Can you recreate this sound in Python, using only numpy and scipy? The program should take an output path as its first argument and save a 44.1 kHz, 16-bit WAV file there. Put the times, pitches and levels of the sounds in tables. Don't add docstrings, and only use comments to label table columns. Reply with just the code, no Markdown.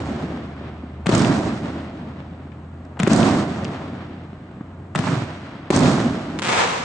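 import sys
import numpy as np
from scipy import signal
from scipy.fft import rfft, irfft, next_fast_len
from scipy.io import wavfile
from scipy.ndimage import uniform_filter1d

SR = 44100
rng = np.random.default_rng(int(sys.argv[2]) if len(sys.argv) > 2 else 0)


def store_wav(level_fs):
    pcm = np.round(np.clip(np.atleast_2d(level_fs), -1, 1) * 32767)
    wavfile.write(sys.argv[1], SR, pcm.T.astype(np.int16))


def volts_from_decibels(level):
    exponent = np.asarray(level, float) / 20
    return 10 ** exponent


N = 301628
M = next_fast_len(N)
T, HZ = np.arange(N) / SR, np.fft.rfftfreq(M, 1 / SR)

# (time [s], firing rate [Hz], level [dB])
ENGINE = [(0, 76.5, -38), (1.05, 79, -35.5), (2, 82, -39), (2.97, 84.6, -38), (4.2, 88, -40),
          (4.55, 88.9, -49), (4.7, 89.4, -40), (5.35, 91.2, -39), (5.55, 91.6, -48), (6.84, 93, -43)]
# (frequency [Hz], density [dB per Hz])
NIGHT_COLOUR = [(12, -43), (20, -33), (38, -19), (62, 2), (92, -16.5), (129, 6.5), (307, -10), (479, -25),
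                (591, -22), (1230, -19), (5080, -46.5), (8150, -43.5), (10600, -69.5), (13800, -110),
                (22000, -120)]
# (frequency [Hz], side against mid [dB])
WIDTH = [(60, -33), (125, -44.5), (250, -21.5), (500, -9), (1000, -8.5), (2000, -1.5), (4000, 1),
         (8000, -9), (10500, -24)]
# (low edge [Hz], high edge [Hz])
ROLL_BANDS = [(100, 450), (450, 1700), (1700, 5000), (5000, 10000)]
# (frequency [Hz], density [dB per Hz])
ROLL_COLOUR = [(15, -45), (25, -30.5), (41, -29.5), (103, -8.5), (270, -3.5), (483, -14), (521, -10.5),
               (689, -7.5), (933, -10), (1260, -15), (2630, -31.5), (7440, -44), (8880, -48.5), (9820, -63),
               (10600, -75), (13800, -99), (22000, -120)]
# (time [s], strength [dB], brightness [dB], stretch [ratio])
BURST_ROLLS = [
    (-0.47, 1, -0.5, 1.094),
    (1.0916, -0.5, 0.14, 0.99),
    (3.0739, 0.73, 0.3, 0.97),
    (5.7036, 0.72, 1.15, 0.95),
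]
# (time [s], strength [dB], brightness [dB], stretch [ratio])
LIFT_ROLLS = [
    (1.0678, -0.5, 3.5, 0.63),
    (3.0001, -1, 1, 1.01),
    (4.9582, -0.5, 2.5, 0.89),
]
# (age [s], boom [dB], left-right [dB])
BURST_ECHO = [(0, -26.5, -1), (0.043, -14, 1.5), (0.085, -17.5, -3), (0.122, -15, -3.5), (0.23, -15, -3),
              (0.31, -18.5, -2), (0.45, -24.5, -1.5), (0.749, -30, 0), (1.3, -43, -0.5)]
# (age [s], boom [dB], left-right [dB])
LIFT_ECHO = [(0, -27.5, 8.5), (0.055, -27.5, 6.5), (0.1, -27.5, -4.5), (0.14, -25.5, -5), (0.2, -24, -5),
             (0.31, -30.5, -3.5), (0.4, -34.5, -1.5), (0.5, -37, 0), (0.75, -41, 0.5)]
# (share [dB], extra while young [dB], dulling [dB/s], share of brightness [ratio], far murmur [dB])
BURST_AGEING = [
    (-0.35, -2.6, 0.6, 0.37, -42),
    (-12, 4.5, 1, 0.85, -53),
    (-19.5, 8, -2.9, 0.9, -64.5),
    (-21.5, 6, 15.5, 1.7, -90.5),
]
# (share [dB], extra while young [dB], dulling [dB/s])
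LIFT_AGEING = [
    (0.4, 0, 3.2),
    (-10.5, 4.5, -0.7),
    (-14, 9.5, -3.5),
    (-20.5, -3.5, 19.5),
]
# (delay [s], peak [dB], centre [Hz], left-right [dB], t60 [s])
WALLS = [(0.031, -21.5, 3330, 9, 0.022), (0.058, -13.5, 6200, -12, 0.021), (0.087, -17.5, 7260, -6, 0.022),
         (0.1015, -20.5, 6500, -14, 0.014), (0.129, -19, 4600, 9, 0.014), (0.155, -21, 2680, 20, 0.02),
         (0.2745, -17.5, 670, 13, 0.03)]
# (time [s], peak [dB], centre [Hz], left-right [dB], t60 [s])
STRAYS = [(1.0588, -18, 700, 6, 0.0059), (1.113, -22, 690, 8, 0.039), (2.516, -43.5, 1770, 12, 0.088),
          (2.85, -48, 5000, -5, 0.022), (2.969, -29.5, 800, 5, 0.036), (3.066, -15, 1300, 6, .02),
          (3.6457, -20, 4300, -6, 0.0057), (3.651, -20, 3000, 9, 0.0039), (4.607, -34.5, 1060, 9, 0.049),
          (4.951, -11, 600, 3, 0.005), (5.038, -18, 890, 0, 0.03), (5.069, -15.5, 900, -6, 0.061),
          (5.085, -20, 1490, 0, 0.028), (5.729, -18, 705, -6, 0.027), (5.999, -15, 910, 1, .02)]
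# (time [s], peak [dB], pitch [Hz], length [s])
THUDS = [(.833, -22, 260, .012), (6.04, -15, 240, .04), (2.315, -24, 170, .015), (4.6075, -20, 230, .008),
         (5.058, -17, 140, .02), (5.086, -14, 150, .016), (5.1215, -12, 150, .02), (5.16, -17, 125, .04),
         (5.21, -21, 120, .04)]
# (time [s], peak [dB])
STARS = [(6.3892, -13), (6.4201, -12), (6.422, -14), (6.4243, -20), (6.4354, -13), (6.4455, -11),
         (6.4479, -15), (6.4491, -15), (6.4588, -10), (6.4603, -21), (6.4669, -19), (6.4703, -11),
         (6.4727, -18), (6.4842, -15), (6.4867, -11), (6.4896, -11)]
# (time [s], level [dB], rate [stars/s], echo level [dB])
SWARM = [(6.49, -17.5, 320, -18.5), (6.55, -17, 770, -21), (6.6, -20, 770, -16.5),
         (6.639, -32.5, 1160, -16), (6.67, -29, 1500, -21.5), (6.71, -21, 310, -23), (6.76, -29, 330, -23),
         (6.84, -30, 150, -27.5)]
# (frequency [Hz], density [dB per Hz])
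STAR_COLOUR = [(88, -33.5), (150, -12), (429, 4), (478, 13), (571, 4.5), (974, 10), (1390, 5.5), (6440, -8),
               (9700, -23), (10600, -80), (13800, -110), (22000, -120)]
# (time [s], peak [dB], left-right [dB], thud t60 [s], near-wall slap [dB])
LIFTS = [
    (1.068, -8.5, 3.5, 0.082, -23),
    (3.0004, -10, 1, 0.14, -8),
    (4.9579, -8.5, -2.5, 0.051, -10),
]
# (time [s], peak [dB], left-right [dB], ground bounce [dB])
BURSTS = [
    (1.0916, -4.5, -2, 1.5),
    (3.0739, -4.5, -2, 2.5),
    (5.7036, -3.5, -2, 1),
]
# (frequency [Hz], gain [dB])
MIC = [(20, -25), (70, -3.5), (130, 1), (2500, 2), (5300, -1.5), (7700, 2.5), (9000, -1.5), (9900, -9.5),
       (10600, -50), (22050, -101)]

DUCK_DB, DUCK_S = 22.5, 0.16
CLAMP_DB, CLAMP_AT_S, CLAMP_S = 7.5, 0.015, 0.0057
YOUNG_S, LATE_DB_PER_S = 0.025, 26.5
NEAR_WALL_S, NEAR_WALL_T60_S, NEAR_BOOM_DB = 0.0322, 0.014, 2
CRACK_GAIN, HISS_DB = 1.17, -32.5
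KERB_GAIN, KERB_S = 0.41, 0.00019
BLAST = 3000


def evened(x):
    return x / np.sqrt(np.mean(x ** 2) + 1e-20)


def read(points, hz):
    f, value = np.transpose(points)
    return np.interp(np.log(hz + 1), np.log(f + 1), value)


def add(mix, s, sound, pan_db):
    part = mix[:, round(s * SR):][:, :len(sound)]
    part += sound[:part.shape[1]] * volts_from_decibels([[pan_db / 2], [-pan_db / 2]])


def spread(mid, side):
    side = side * volts_from_decibels(read(WIDTH, HZ))
    lag_samples = 2.5 * np.exp(-(HZ / 3500) ** 2)
    late = np.exp(-2j * np.pi * HZ * lag_samples / SR)
    return np.array([mid + side, (mid - side) * late])


def causal(points):
    gain = volts_from_decibels(read(points, abs(np.fft.fftfreq(4096, 1 / SR))))
    phased = np.conj(signal.hilbert(np.log(gain + 1e-5)))
    click = np.fft.ifft(np.exp(phased)).real[:1024]
    return click / np.linalg.norm(click)


def grit(shape, t60_s, dull):
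    spray = signal.lfilter([1], [1, -np.clip(dull, 0, .95)], rng.standard_normal(shape))
    return spray * volts_from_decibels(-60 * T[:shape[-1]] / t60_s)


def blow(start_hz, end_hz, sag_s, t60_s):
    t = T[:BLAST]
    turns = end_hz * t + (start_hz - end_hz) * sag_s * (1 - np.exp(-t / sag_s))
    return np.sin(2 * np.pi * turns) * volts_from_decibels(-60 * t / t60_s)


def shock(s):
    u = T[:BLAST] / s
    return (1 - u) * np.exp(-u)


def front(s):
    dip = np.exp(-.5 * ((T[:BLAST] - .00012) / .00005) ** 2)
    return np.roll(shock(s), 9) - 0.55 * dip


def hollow(x):
    return x - KERB_GAIN * np.roll(x, round(KERB_S * SR), axis=-1)


def thud(db, hz, length_s):
    t = T[:round(length_s * SR)]
    return -volts_from_decibels(db) * np.sin(2 * np.pi * hz * t) * signal.windows.tukey(len(t), .6)


def night():
    s, hz, db = np.transpose(ENGINE)
    waver_db = -1.5 + 1.5 * np.interp(T, np.linspace(0, T[-1], 60), rng.standard_normal(60))
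    ducks = [(T >= at) * np.exp(-abs(T - at) / DUCK_S) for at, *_ in LIFTS + BURSTS]
    duck_db = uniform_filter1d(DUCK_DB * np.max(ducks, 0), size=1500)
    level = np.sqrt(2) * volts_from_decibels(np.interp(T, s, db) + waver_db - duck_db)
    note = level * np.sin(2 * np.pi * np.cumsum(np.interp(T, s, hz)) / SR)
    colour = volts_from_decibels(read(NIGHT_COLOUR, HZ))
    wash = irfft(spread(*rfft(rng.standard_normal((2, N)), M)) * colour, M)[:, :N]
    return note + volts_from_decibels(-42.5) * evened(wash)


def answer(blasts, echo, ageing):
    age_s, boom_db, pan_db = np.transpose(echo)
    power, lean = np.zeros((len(ageing), N)), np.zeros(N)
    for s, db, bright_db, stretch in blasts:
        age = np.maximum(T - s, 0) / stretch
        level_db = db + np.interp(age, age_s, boom_db) - LATE_DB_PER_S * np.maximum(age - age_s[-1], 0)
        level_db -= CLAMP_DB * np.exp(-((age - CLAMP_AT_S) / CLAMP_S) ** 2)
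        for k, (share_db, young_db, dull_db_per_s, *_) in enumerate(ageing):
            band_db = level_db + share_db + young_db * np.exp(-age / YOUNG_S)
            band_db += BURST_AGEING[k][3] * bright_db - dull_db_per_s * age
            power[k] += (T >= s) * volts_from_decibels(band_db) ** 2
        lean += (T >= s) * volts_from_decibels(level_db) ** 2 * np.interp(age, age_s, pan_db)
    return power, lean


def roll():
    hits = rng.standard_normal((2, N))
    large = volts_from_decibels(4.6 * np.minimum(rng.exponential(1, (2, N)), 2.8))
    hits *= 0.8 + large * (rng.random((2, N)) < 1500 / SR)
    field = spread(*rfft(hits, M)) * volts_from_decibels(read(ROLL_COLOUR, HZ))
    sky, sky_lean = answer(BURST_ROLLS, BURST_ECHO, BURST_AGEING)
    ground, ground_lean = answer(LIFT_ROLLS, LIFT_ECHO, LIFT_AGEING)
    murmur = volts_from_decibels(np.transpose(BURST_AGEING)[-1])[:, None] ** 2
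    power = sky + ground + murmur
    centres_hz = [np.sqrt(lo * hi) for lo, hi in ROLL_BANDS]
    out, common = 0, rng.standard_normal(200)
    for k, (lo, hi) in enumerate(ROLL_BANDS):
        inside = (HZ > lo) & (HZ < hi)
        band_rms = np.sqrt(2 * np.sum(abs(field.mean(0)[inside]) ** 2)) / N
        share = np.interp(np.log(HZ + 1), np.log(centres_hz), np.arange(len(centres_hz)) == k)
        lumps = np.interp(T, np.linspace(0, T[-1], 200), common + 0.87 * rng.standard_normal(200))
        band = irfft(field * share, M)[:, :N] / band_rms
        out = out + band * np.sqrt(power[k]) * volts_from_decibels(1.1 * lumps)
    return out * volts_from_decibels(np.outer([.5, -.5], (sky_lean + ground_lean) / power[0]))


def slaps():
    out, t = np.zeros((2, N)), T[:2000]
    burst_walls = [(burst[0] + delay_s, *wall) for burst in BURSTS for delay_s, *wall in WALLS]
    for s, db, hz, pan_db, t60_s in STRAYS + burst_walls:
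        b, a = signal.iirpeak(min(hz, 9500), .8, SR)
        smear = signal.filtfilt(b, a, signal.lfilter(b, a, rng.standard_normal(2000)))
        smear *= volts_from_decibels(-60 * t / max(t60_s, .003)) * np.minimum(t / (0.037 * t60_s), 1)
        add(out, s, volts_from_decibels(db) * smear / abs(smear).max(), pan_db)
    return out


def far_thuds():
    out = np.zeros((2, N))
    for s, db, hz, length_s in THUDS:
        add(out, s, thud(db, hz, length_s), 0)
    return out


def crackle():
    s, db, per_s, echo_db = np.transpose(SWARM)
    rate = np.interp(T, s, per_s, left=0)
    rate *= volts_from_decibels(3.4 * evened(uniform_filter1d(rng.standard_normal(N), 500)))
    size = volts_from_decibels(2.6 * np.minimum(rng.exponential(1, N), 3)) * (rng.random(N) < rate / SR)
    size *= 1.3 * volts_from_decibels(np.interp(T, s, db))
    for at_s, peak_db in STARS:
        size[round(at_s * SR)] = volts_from_decibels(peak_db + 3.0)
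    height, sky, ground = rng.integers(0, 4, N), size * volts_from_decibels([[-3.0], [2.5]]), 0
    for h in range(4):
        ground = ground + np.roll(size * (height == h), round((.0052 + 0.00022 * h) * SR))
    sky[0] = np.roll(sky[0], 3)
    ground = signal.lfilter([.6], [1, -.4], ground)
    both = sky + ground * volts_from_decibels([[3.5], [-6.0]])
    pops = signal.oaconvolve(both, front(0.00035)[None, :400], axes=1)[:, :N]
    decay = volts_from_decibels(-120 * T[None, :900] / 0.044)
    settle = np.sqrt(abs(signal.oaconvolve(both ** 2, decay, axes=1)[:, :N]))
    pops += volts_from_decibels(-20.0) * settle * signal.lfilter([1], [1, -.5], rng.standard_normal((2, N)))
    spray = rng.standard_normal((2, N)) * volts_from_decibels(3.0 * np.minimum(rng.exponential(1, (2, N)), 4))
    blur = evened(signal.oaconvolve(spray, causal(STAR_COLOUR)[None], axes=1)[:, :N])
    return pops + blur * volts_from_decibels(np.interp(T, [6.415, *s], [-60, *echo_db], left=-120))


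def lift_crack(out, s, db, pan_db, t60_s):
    crack = hollow(signal.lfilter([.4], [1, -.6], front(0.0006)))
    add(out, s, volts_from_decibels(db) * (blow(260, 175, 0.00096, t60_s) + CRACK_GAIN * crack), pan_db)
    ragged = CRACK_GAIN * hollow(grit((2, BLAST), 0.014, 0.74))
    out[:, round(s * SR):][:, :BLAST] += volts_from_decibels(db - 11.5) * ragged


def lifts():
    out = np.zeros((2, N))
    lead = round(.0095 * SR)
    for s, db, pan_db, t60_s, wall_db in LIFTS:
        lift_crack(out, s, db, pan_db, t60_s)
        lift_crack(out, s + NEAR_WALL_S, wall_db, pan_db, NEAR_WALL_T60_S)
        add(out, s + NEAR_WALL_S + .0015, thud(wall_db + NEAR_BOOM_DB, 155, .0098), 0)
        hiss = hollow(grit((lead,), 0.41, 1.0)) * np.minimum(T[:lead] / 0.0026, 1)
        add(out, s - lead / SR, volts_from_decibels(HISS_DB) * hiss, pan_db)
    return out


def bursts():
    out = np.zeros((2, N))
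    clamp = np.interp(T[:BLAST], [.0082, .0105], [1, .2])
    for s, db, pan_db, ground_db in BURSTS:
        push = 1.25 * np.roll(blow(480, 170, .003, .03), 8)
        ground_push = 1.2 * np.roll(blow(380, 170, .003, .02), 8)
        bounce = np.roll(ground_push + .3 * front(.0003), round(.0051 * SR))
        add(out, s, volts_from_decibels(db) * clamp * (push + 0.29 * front(0.0004)), pan_db)
        add(out, s, volts_from_decibels(db + ground_db) * clamp * bounce, -pan_db)
        out[:, round(s * SR):][:, :BLAST] += volts_from_decibels(db - 17.5) * grit((2, BLAST), 0.038, 0.81)
    return out


def scene():
    click = causal(MIC)
    click = click / abs(rfft(click)).max()
    blasts = slaps() + far_thuds() + crackle() + lifts() + bursts()
    close = signal.oaconvolve(blasts, click[None], axes=1)[:, :N]
    return night() + roll() + close


def low_pass(x):
    return signal.sosfilt(signal.butter(12, 10770, fs=SR, output="sos"), x)


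def record(dry):
    limited = 1.05 * np.tanh(dry / 1.05)
    edge = signal.firwin(255, 10300, window=("kaiser", 9), fs=SR)
    mix = signal.oaconvolve(limited, edge[None], "same") * np.minimum(np.arange(N) / 128, 1)
    return low_pass(mix)


dry = scene()
out = record(dry)
store_wav(out)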